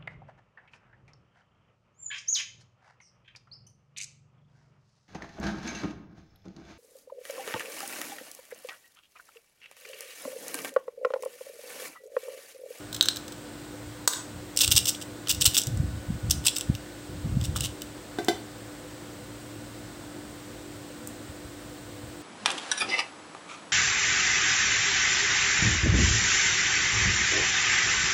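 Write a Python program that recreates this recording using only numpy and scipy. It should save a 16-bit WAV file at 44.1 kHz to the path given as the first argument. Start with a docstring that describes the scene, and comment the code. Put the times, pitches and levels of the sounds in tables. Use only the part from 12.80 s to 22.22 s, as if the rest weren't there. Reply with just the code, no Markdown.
"""Candies rattle in a small plastic tube, clacking together and ringing its hollow, close to a phone.
First the flip lid is thumbed open, its catch slipping and popping, and snapped shut.
Hands rub and bump the phone with dull thuds; the tube is set down and a toy knocks twice on a tin.
A fan hums throughout in the small room, and a limiter ducks around the snap."""
import sys
import numpy as np
from scipy import signal
from scipy.fft import rfft, irfft, next_fast_len
from scipy.io import wavfile
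from scipy.ndimage import uniform_filter1d, minimum_filter1d, map_coordinates

SR = 44100
rng = np.random.default_rng(int(sys.argv[2]) if len(sys.argv) > 2 else 0)


def wrap_up_sound(samples):
    """Save the sound to the file named by the first command line argument, as 16-bit audio."""
    columns = np.atleast_2d(samples).T
    # keep every value between -1 and 1, then stretch to whole-number steps
    tamed = np.clip(columns, -1, 1)
    steps = np.round(tamed * 32767).astype(np.int16)
    wavfile.write(sys.argv[1], SR, steps)


N = 415422

# Each row: frequency in Hz, relative level in dB.
AIR_SPECTRUM = [(25, -68), (52, -4), (75, -12.5), (110, -5), (145, -8.5), (335, -10), (430, -15),
                (520, -10.5), (900, -17.5), (1800, -19.5), (2400, -23.5), (3900, -23.5), (6400, -28.5),
                (8200, -22), (10000, -35.5), (12500, -37), (15500, -30.5)]
# Each row: centre in Hz, level in dB, width in Hz.
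MOTOR_LINES = [(111.4, -53, 9.4), (227.7, -60.5, 8), (343.9, -55.5, 20), (390, -59.5, 10), (502, -56.5, 22),
               (295.3, -60, 14)]
# Each row: time in seconds, level in dB.
WHINE_LEVELS = [(0, -61), (1.9, -62.5), (2.3, -60.5), (3.2, -58), (4.1, -60.5), (4.5, -66.5), (9.4, -64.5)]
# The catch slips and pops open; just after the snap, a candy jumps and ticks in the tube.
# Each row: start in seconds, length in seconds, strength in dB, lid ring in dB.
LID_CLICKS = [(0.128, .05, -19.5, -11), (0.2102, 0, -3.5, 11), (.226, 0, -17, -16), (.257, 0, -21, -18),
              (0.286, 0, -8.5, 9), (0.36, .018, -22.5, -6), (0.48, 0, -32, -12), (0.522, 0, -33, -6),
              (1.327, .019, -14.5, -4)]
# Tube rim and open lid. Each row: centre in Hz, width in Hz, relative level in dB.
RIM_MODES = [(1500, 520, -1), (3530, 1150, 0), (5300, 960, 0.5), (6250, 780, 1.5), (7900, 1800, 1),
             (11000, 2500, -11), (14600, 2300, -5)]
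LID_MODES = [(3330, 500, -3), (3750, 600, 6), (4130, 650, 6)]
# Each row: start in seconds, strength in dB.
LID_SNAPS = [(1.2762, 6.5), (1.278, -2.5)]
# The closing tube. Each row: frequency in Hz, relative level in dB.
SNAP_SPECTRUM = [(150, -29), (350, -17), (600, -8), (1100, -8.5), (1600, -9), (2300, -19), (3600, -8),
                 (5000, -6), (6100, -8), (7200, -2), (8100, 4), (8900, -4), (9600, -16), (12000, -17),
                 (15000, -11)]
# Each row: centre time in seconds, level in dB, pitch in Hz.
HAND_BUMPS = [(1.075, -34, 90.5), (1.891, -22.5, 84), (1.954, -21, 90), (2.68, -21.5, 78.83),
              (3.004, -12.5, 114), (3.035, -25.5, 219), (3.306, -18, 170), (3.488, -19.5, 99.9),
              (3.8998, -15.5, 108), (3.9004, -15, 205), (4.46, -17.5, 140), (4.573, -12.5, 164),
              (8.501, -30, 98), (8.657, -36, 80), (9.24, -33, 101), (9.288, -40, 80)]
# Each row: start in seconds, length in seconds, relative level in dB.
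FINGER_RUBS = [(1.55, .08, -39.5), (1.857, 0.2, -37), (2.541, 0.14, -32.5), (2.884, 0.13, -25.5),
               (3.05, 0.12, -33), (3.281, 0.067, -29), (3.44, 0.15, -28.5), (3.893, 0.045, -31.5),
               (4.3, 0.12, -37.5), (4.447, 0.19, -26), (4.69, 0.17, -30)]
# Each row: frequency in Hz, relative level in dB.
RUB_SPECTRUM = [(20, -38), (48, -8), (70, 2), (110, 2), (230, -14.5), (345, -30), (600, -65), (1000, -110)]
# Each row: start in seconds, length in seconds (0: one candy), strength in dB, relative brightness in dB.
CANDY_LANDINGS = [(1.7724, 0.003, -10.5, 11), (1.79, 0.0002, -15, 2), (1.8053, 0.023, -4.5, 6),
                  (1.8315, 0.018, -8.5, 3), (1.878, 0.00066, -12.5, 5), (1.9142, 0.014, -5, 4.5),
                  (1.9628, 0.02, -2, 5.5), (2.0555, 0.0046, -16, 8), (2.07, 0.011, -16.5, 5),
                  (2.081, .017, -8.5, 10), (2.1484, .004, -27.5, -3), (2.2137, .015, -25, 4.5),
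                  (2.472, 0.0039, -25, -10), (2.4928, 0.024, -7, 7.5), (2.548, 0.0017, -26, 8),
                  (2.612, 0.0017, -15, 9), (2.617, 0.0085, -8.5, 3), (2.6538, 0.017, -1.5, 5),
                  (2.7436, 0.017, -12, 6), (2.768, 0.0018, -11, 5), (2.7753, .015, -6, 8),
                  (2.8171, 0, -21, 11), (2.8365, 0.00089, -25, 19), (2.8705, 0.00022, -23, 10),
                  (2.9733, 0, -34.5, 12), (3.508, 0.0048, -7.5, 9), (3.6493, 0.014, -19, 4),
                  (3.665, .01, -6, 5), (3.6823, 0.0032, -10.5, 2), (3.76, 0.016, -16, 5),
                  (3.784, .004, -20, 12), (3.8101, 0, -20.5, 1), (3.9514, 0.00054, -28, 1),
                  (4.6125, 0.0036, -29, 1), (4.6394, 0.017, -22, 5), (4.7609, .018, -18.5, 5),
                  (4.807, .004, -17.5, 7), (4.833, 0.029, -16, 2), (5.019, 0.0035, -26, 4)]
# Tube hollow and base. Each row: centre in Hz, width in Hz, relative level in dB.
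TUBE_MODES = [(1400, 1100, -19), (2880, 440, 0), (3550, 700, 0), (5400, 1700, -1), (6350, 600, -8),
              (7950, 1600, 1.5), (8950, 700, -9), (11200, 2200, -13), (13900, 2400, -10), (15600, 1100, -7)]
BASE_MODES = [(560, 500, -3), (1219, 600, 2), (1516, 470, 1)]
# Each row: start in seconds, strength in dB.
TABLE_CONTACTS = [(4.7598, -26), (4.768, -37.5), (4.781, -42)]
# Each row: start in seconds, relative level in dB, low-pass corner (hardness) in Hz.
TIN_KNOCKS = [(5.386, -27, 2240), (5.4841, -19.5, 8000)]
# Each row: frequency in Hz, relative level in dB, T60 in seconds.
TIN_MODES = [(170, -20, .1), (285, -8, .085), (345, 2, .075), (405, -1, .13), (600, -9, .075),
             (705, -2, .1), (738, -7, .11), (1490, -12, .045), (1545, -3.5, .095), (2035, -9, .125),
             (2180, -18, .07), (2309, -27, .25), (3063, -17, .07), (3570, -3, .07), (3990, -10, .09),
             (4110, -10, .06), (4550, -12, .14), (4860, -14, .07), (5560, -13, .07), (6062, -13, .07),
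             (7400, -13, .08), (8800, -16, .08), (10400, -18, .07), (15500, -13, .06)]
# Each row: start in seconds, strength in dB, centre in Hz.
TOY_TICKS = [(5.447, -31.5, 7460), (8.274, -28, 8550)]
# Each row: frequency in Hz, T60 in seconds.
ROOM_DECAY = [(200, 0.31), (1500, 0.36), (4000, 0.29), (8000, 0.3), (15000, 0.18)]


def amp(db):
    """dB to gain."""
    return 10 ** (np.asarray(db) / 20)


def unit_rms(x):
    """Scale to rms 1."""
    return x / np.sqrt(np.mean(x ** 2) + 1e-20)


def at_strength(sound, db):
    """Scale to a strength: the level of the energy packed into 1 ms."""
    return amp(db) * sound * np.sqrt(SR / 1000 / np.sum(sound ** 2))


def log_interp(points, hz):
    """Interpolate (Hz, value) points over log frequency."""
    knots_hz, values = np.transpose(points)
    return np.interp(np.log(hz + 1), np.log(knots_hz), values)


def add(track, start_s, sound):
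    """Mix in place."""
    part = track[max(round(start_s * SR), 0):][:len(sound)]
    part += sound[:len(part)]


def filtered(x, response):
    """Zero-phase filter with gain response(hz)."""
    size = next_fast_len(len(x) + 8192)
    return irfft(rfft(x, size) * response(np.fft.rfftfreq(size, 1 / SR)), size)[:len(x)]


def high_pass(hz, corner_hz):
    """Gain falling 18 dB/octave below the corner."""
    ratio = (hz / corner_hz) ** 3
    return ratio / np.sqrt(1 + ratio ** 2)


def resonances(modes, hz):
    """Gain of broad modes, summed in power."""
    return np.sqrt(sum((amp(db) / (1 + (2 * (hz - centre_hz) / width_hz) ** 2)) ** 2
                       for centre_hz, width_hz, db in modes))


def body(response, size=1024):
    """Minimum-phase impulse response with gain response(hz)."""
    cepstrum = irfft(np.log(response(np.fft.rfftfreq(size, 1 / SR)) + 1e-6))
    cepstrum[1:size // 2] *= 2
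    cepstrum[size // 2 + 1:] = 0
    return irfft(np.exp(rfft(cepstrum)))


def noise(response):
    """Coloured noise, rms 1."""
    return unit_rms(filtered(rng.standard_normal(N), response))


def tone(hz, drift_hz, knots_per_s=10):
    """Sine of wandering pitch, rms 1."""
    knots = rng.standard_normal(int(N * knots_per_s / SR) + 4)
    wander = map_coordinates(knots, [np.arange(N) * knots_per_s / SR])
    return np.sqrt(2) * np.sin(2 * np.pi * np.cumsum(hz + drift_hz * wander) / SR)


def contact(t60_s, scatter):
    """A sharp push, then waves scattering in a thin plastic wall."""
    t = np.arange(SR // 40) / SR
    force = scatter * rng.standard_normal(len(t)) * amp(-60 * t / t60_s)
    force[0] += 1
    return force


def cluster(length_s, contacts_per_s, spread_db, make_contact):
    """One contact at full level, then any others at uneven times and levels."""
    out = np.zeros(SR // 8)
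    count = 1 + int(length_s * contacts_per_s)
    add(out, 0, make_contact())
    for k in range(1, count):
        start_s = length_s * (k + rng.uniform(-.5, .5)) / count
        add(out, start_s, amp(spread_db * (rng.normal() + 0.5)) * make_contact())
    return out


def strike(force, ring, db):
    """Ring a body with a force."""
    return at_strength(signal.fftconvolve(force, ring), db)


def fan(air_db=-44.5, blade_db=-48):
    """Steady air noise, fuzzy motor lines, a blade tone and a thin whine that comes and goes."""
    air = amp(air_db) * noise(lambda hz: amp(log_interp(AIR_SPECTRUM, hz)))
    hum = sum(amp(db) * noise(lambda hz: resonances([(centre_hz, width_hz, 0)], hz))
              for centre_hz, db, width_hz in MOTOR_LINES)
    blade = amp(blade_db) * tone(hz=297, drift_hz=1.48)
    whine_db = np.interp(np.arange(N) / SR, *np.transpose(WHINE_LEVELS))
    whine = amp(whine_db) * tone(hz=1482, drift_hz=15)
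    return air + hum + blade + whine


def lid(contacts_per_s=75, spread_db=2):
    """The catch slips and pops open, ringing the lid; it snaps home, and a candy jumps and ticks."""
    out = np.zeros(N)
    for start_s, length_s, db, ring_db in LID_CLICKS:
        ring = body(lambda hz: resonances(RIM_MODES, hz) + amp(ring_db) * resonances(LID_MODES, hz))
        t60_s, scatter = (0.019, 0.1) if ring_db > 0 else (0.027, 0.57)  # clean pop or rough tick
        force = cluster(length_s, contacts_per_s, spread_db, lambda: contact(t60_s, scatter))
        add(out, start_s, strike(force, ring, db))
    closing_ring = body(lambda hz: amp(log_interp(SNAP_SPECTRUM, hz)))
    for start_s, db in LID_SNAPS:
        add(out, start_s, strike(contact(t60_s=0.023, scatter=0.72), closing_ring, db))
    return out


def hands(rub_db=-2, bump_width_cycles=0.41):
    """Bumps and rubs reach the microphone through the phone's case as bass only."""
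    friction = amp(rub_db) * sum(rub_envelope(*row) for row in FINGER_RUBS)
    out = friction * noise(lambda hz: amp(log_interp(RUB_SPECTRUM, hz)))
    t = np.arange(-SR // 20, SR // 20) / SR
    for centre_s, db, hz in HAND_BUMPS:
        window = np.exp(-(hz * t / bump_width_cycles) ** 2 / 2)
        add(out, centre_s + t[0], -amp(db) * np.cos(2 * np.pi * hz * t) * window)
    return out


def rub_envelope(start_s, length_s, db, attack_s=0.017, sag_db_per_s=8, release_db_per_s=223):
    """A finger takes hold, eases off as it slides and lets go."""
    t = np.arange(N) / SR - start_s
    fade_db = sag_db_per_s * np.maximum(t, 0) + release_db_per_s * np.maximum(t - length_s, 0)
    return np.clip(1 + t / attack_s, 0, 1) * amp(db - fade_db)


def clack(bright_db, detune=.024, spot_db=3):
    """One contact; modes vary with the spot hit. Bright on another candy, hollow on the wall."""
    modes = [(centre_hz * (1 + detune * rng.normal()), width_hz, db + spot_db * rng.normal())
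             for centre_hz, width_hz, db in TUBE_MODES]
    treble_shelf = lambda hz: amp((bright_db - 5.5) / (1 + np.exp((4400 - hz) / 300)))
    ring = body(lambda hz: resonances(modes, hz) * treble_shelf(hz))
    return strike(contact(t60_s=0.014, scatter=0.16), ring, db=0)


def tumble(length_s, db, bright_db, contacts_per_s=480, spread_db=3):
    """The heap lands as clacks that share its strength."""
    return at_strength(cluster(length_s, contacts_per_s, spread_db, lambda: clack(bright_db)), db)


def candies(lead_s=.008, lead_db=-16, bounces=3, flight_s=0.0075, bounce_db=-15, loss_db=12):
    """Each landing: a loose candy ahead, the main tumble, then ever softer bounces."""
    out = np.zeros(N)
    for start_s, length_s, db, bright_db in CANDY_LANDINGS:
        jitter = 1 + .25 * rng.uniform(-1, 1, bounces + 1)
        add(out, start_s - lead_s * jitter[0], tumble(0, db + lead_db, bright_db))
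        add(out, start_s, tumble(length_s, db, bright_db))
        for k, delay_s in enumerate(flight_s * np.cumsum(jitter[1:])):
            add(out, start_s + length_s + delay_s, tumble(0, db + bounce_db - loss_db * k, bright_db))
    return out


def rolling(blows, relative_db=-16, settle_s=0.0049, bumps_per_s=200):
    """After each blow the candies roll along the wall; soft bumps ring the hollow."""
    smoothing = 1 / (settle_s * SR + 1)
    agitation = np.sqrt(np.abs(signal.lfilter([smoothing], [1, smoothing - 1], blows ** 2)))
    bumps = (rng.random(N) < bumps_per_s / SR) * rng.standard_normal(N)
    hollow = body(lambda hz: resonances([(3050, 220, -1), (3900, 1100, 0)], hz))
    return amp(relative_db) * agitation * unit_rms(signal.fftconvolve(bumps, hollow)[:N])


def set_down():
    """The tube's base lands on the table and rings."""
    out = np.zeros(N)
    ring = body(lambda hz: resonances(BASE_MODES, hz))
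    for start_s, db in TABLE_CONTACTS:
        add(out, start_s, strike(contact(t60_s=0.016, scatter=0.18), ring, db))
    return out


def tin_knocks(crack_t60_s=.055, crack_low_hz=2500, crack_high_hz=10000):
    """The toy hits the tin: a crack and ringing modes, the harder the brighter."""
    out = np.zeros(N)
    t = np.arange(SR // 2) / SR
    crack_band = lambda hz: high_pass(hz, crack_low_hz) / np.sqrt(1 + (hz / crack_high_hz) ** 4)
    for start_s, db, corner_hz in TIN_KNOCKS:
        ring = np.zeros(len(t))
        for mode_hz, mode_db, t60_s in TIN_MODES:
            decay = amp(mode_db + rng.normal() - 60 * t / t60_s)
            phase_cycles = (mode_hz > 1000) * rng.random()
            ring += decay * np.sin(2 * np.pi * (mode_hz * t + phase_cycles))
        crack = amp(-60 * t / crack_t60_s) * filtered(rng.standard_normal(len(t)), crack_band)
        blow = body(lambda hz: high_pass(hz, 186) / np.sqrt(1 + (hz / corner_hz) ** 2), size=4096)
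        add(out, start_s, amp(db) * signal.fftconvolve(ring + crack, blow))
    return out


def toy_ticks():
    """The plastic toy ticks in the fingers."""
    out = np.zeros(N)
    for start_s, db, centre_hz in TOY_TICKS:
        ring = body(lambda hz: resonances([(centre_hz, 3500, 0), (14500, 4000, -5)], hz))
        add(out, start_s, strike(contact(t60_s=0.011, scatter=0.345), ring, db))
    return out


def room(send, wet_db=-10, delay_s=.007, block_samples=8192):
    """Small-room tail, redrawn each block as the hands move about."""
    out = np.zeros(N)
    for start in range(0, N, block_samples):
        block = send[start:start + block_samples]
        if block.any():
            hz, t, spectrum = signal.stft(rng.standard_normal(SR // 2), SR, nperseg=256)
            decay = amp(-60 * t / log_interp(ROOM_DECAY, hz)[:, None])
            tail = signal.istft(spectrum * decay, SR, nperseg=256)[1]
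            add(out, start / SR + delay_s, signal.fftconvolve(block, tail / np.linalg.norm(tail)))
    return amp(wet_db) * out


def scene(rattle_send_db=-3, lid_send_db=-1.5, toy_send_db=1):
    """Mono mix; cupped hands shield the rattle from the walls."""
    blows = candies() + set_down()
    rattle = blows + rolling(blows)
    clicks = lid()
    toy = tin_knocks() + toy_ticks()
    reverb = room(amp(rattle_send_db) * rattle + amp(lid_send_db) * clicks + amp(toy_send_db) * toy)
    return (rattle + clicks + toy + reverb + hands() + fan())[None]


def record(dry, ceiling=.88, window_s=.018, release_db_per_s=130, low_hz=36, top_hz=15850):
    """A limiter ducks just ahead of a peak and recovers slowly; then a band limit."""
    window = int(window_s * SR)
    excess_db = 20 * np.log10(np.maximum(np.abs(dry[0]) / ceiling, 1))
    recovery_db = release_db_per_s * np.arange(N) / SR
    held_db = np.maximum.accumulate(excess_db + recovery_db) - recovery_db
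    gain = amp(uniform_filter1d(minimum_filter1d(-held_db, window), window))
    band = lambda hz: high_pass(hz, low_hz) / np.sqrt(1 + (hz / top_hz) ** 240)
    return filtered(dry[0] * gain, band)[None]


dry = scene()
out = record(dry)
wrap_up_sound(out)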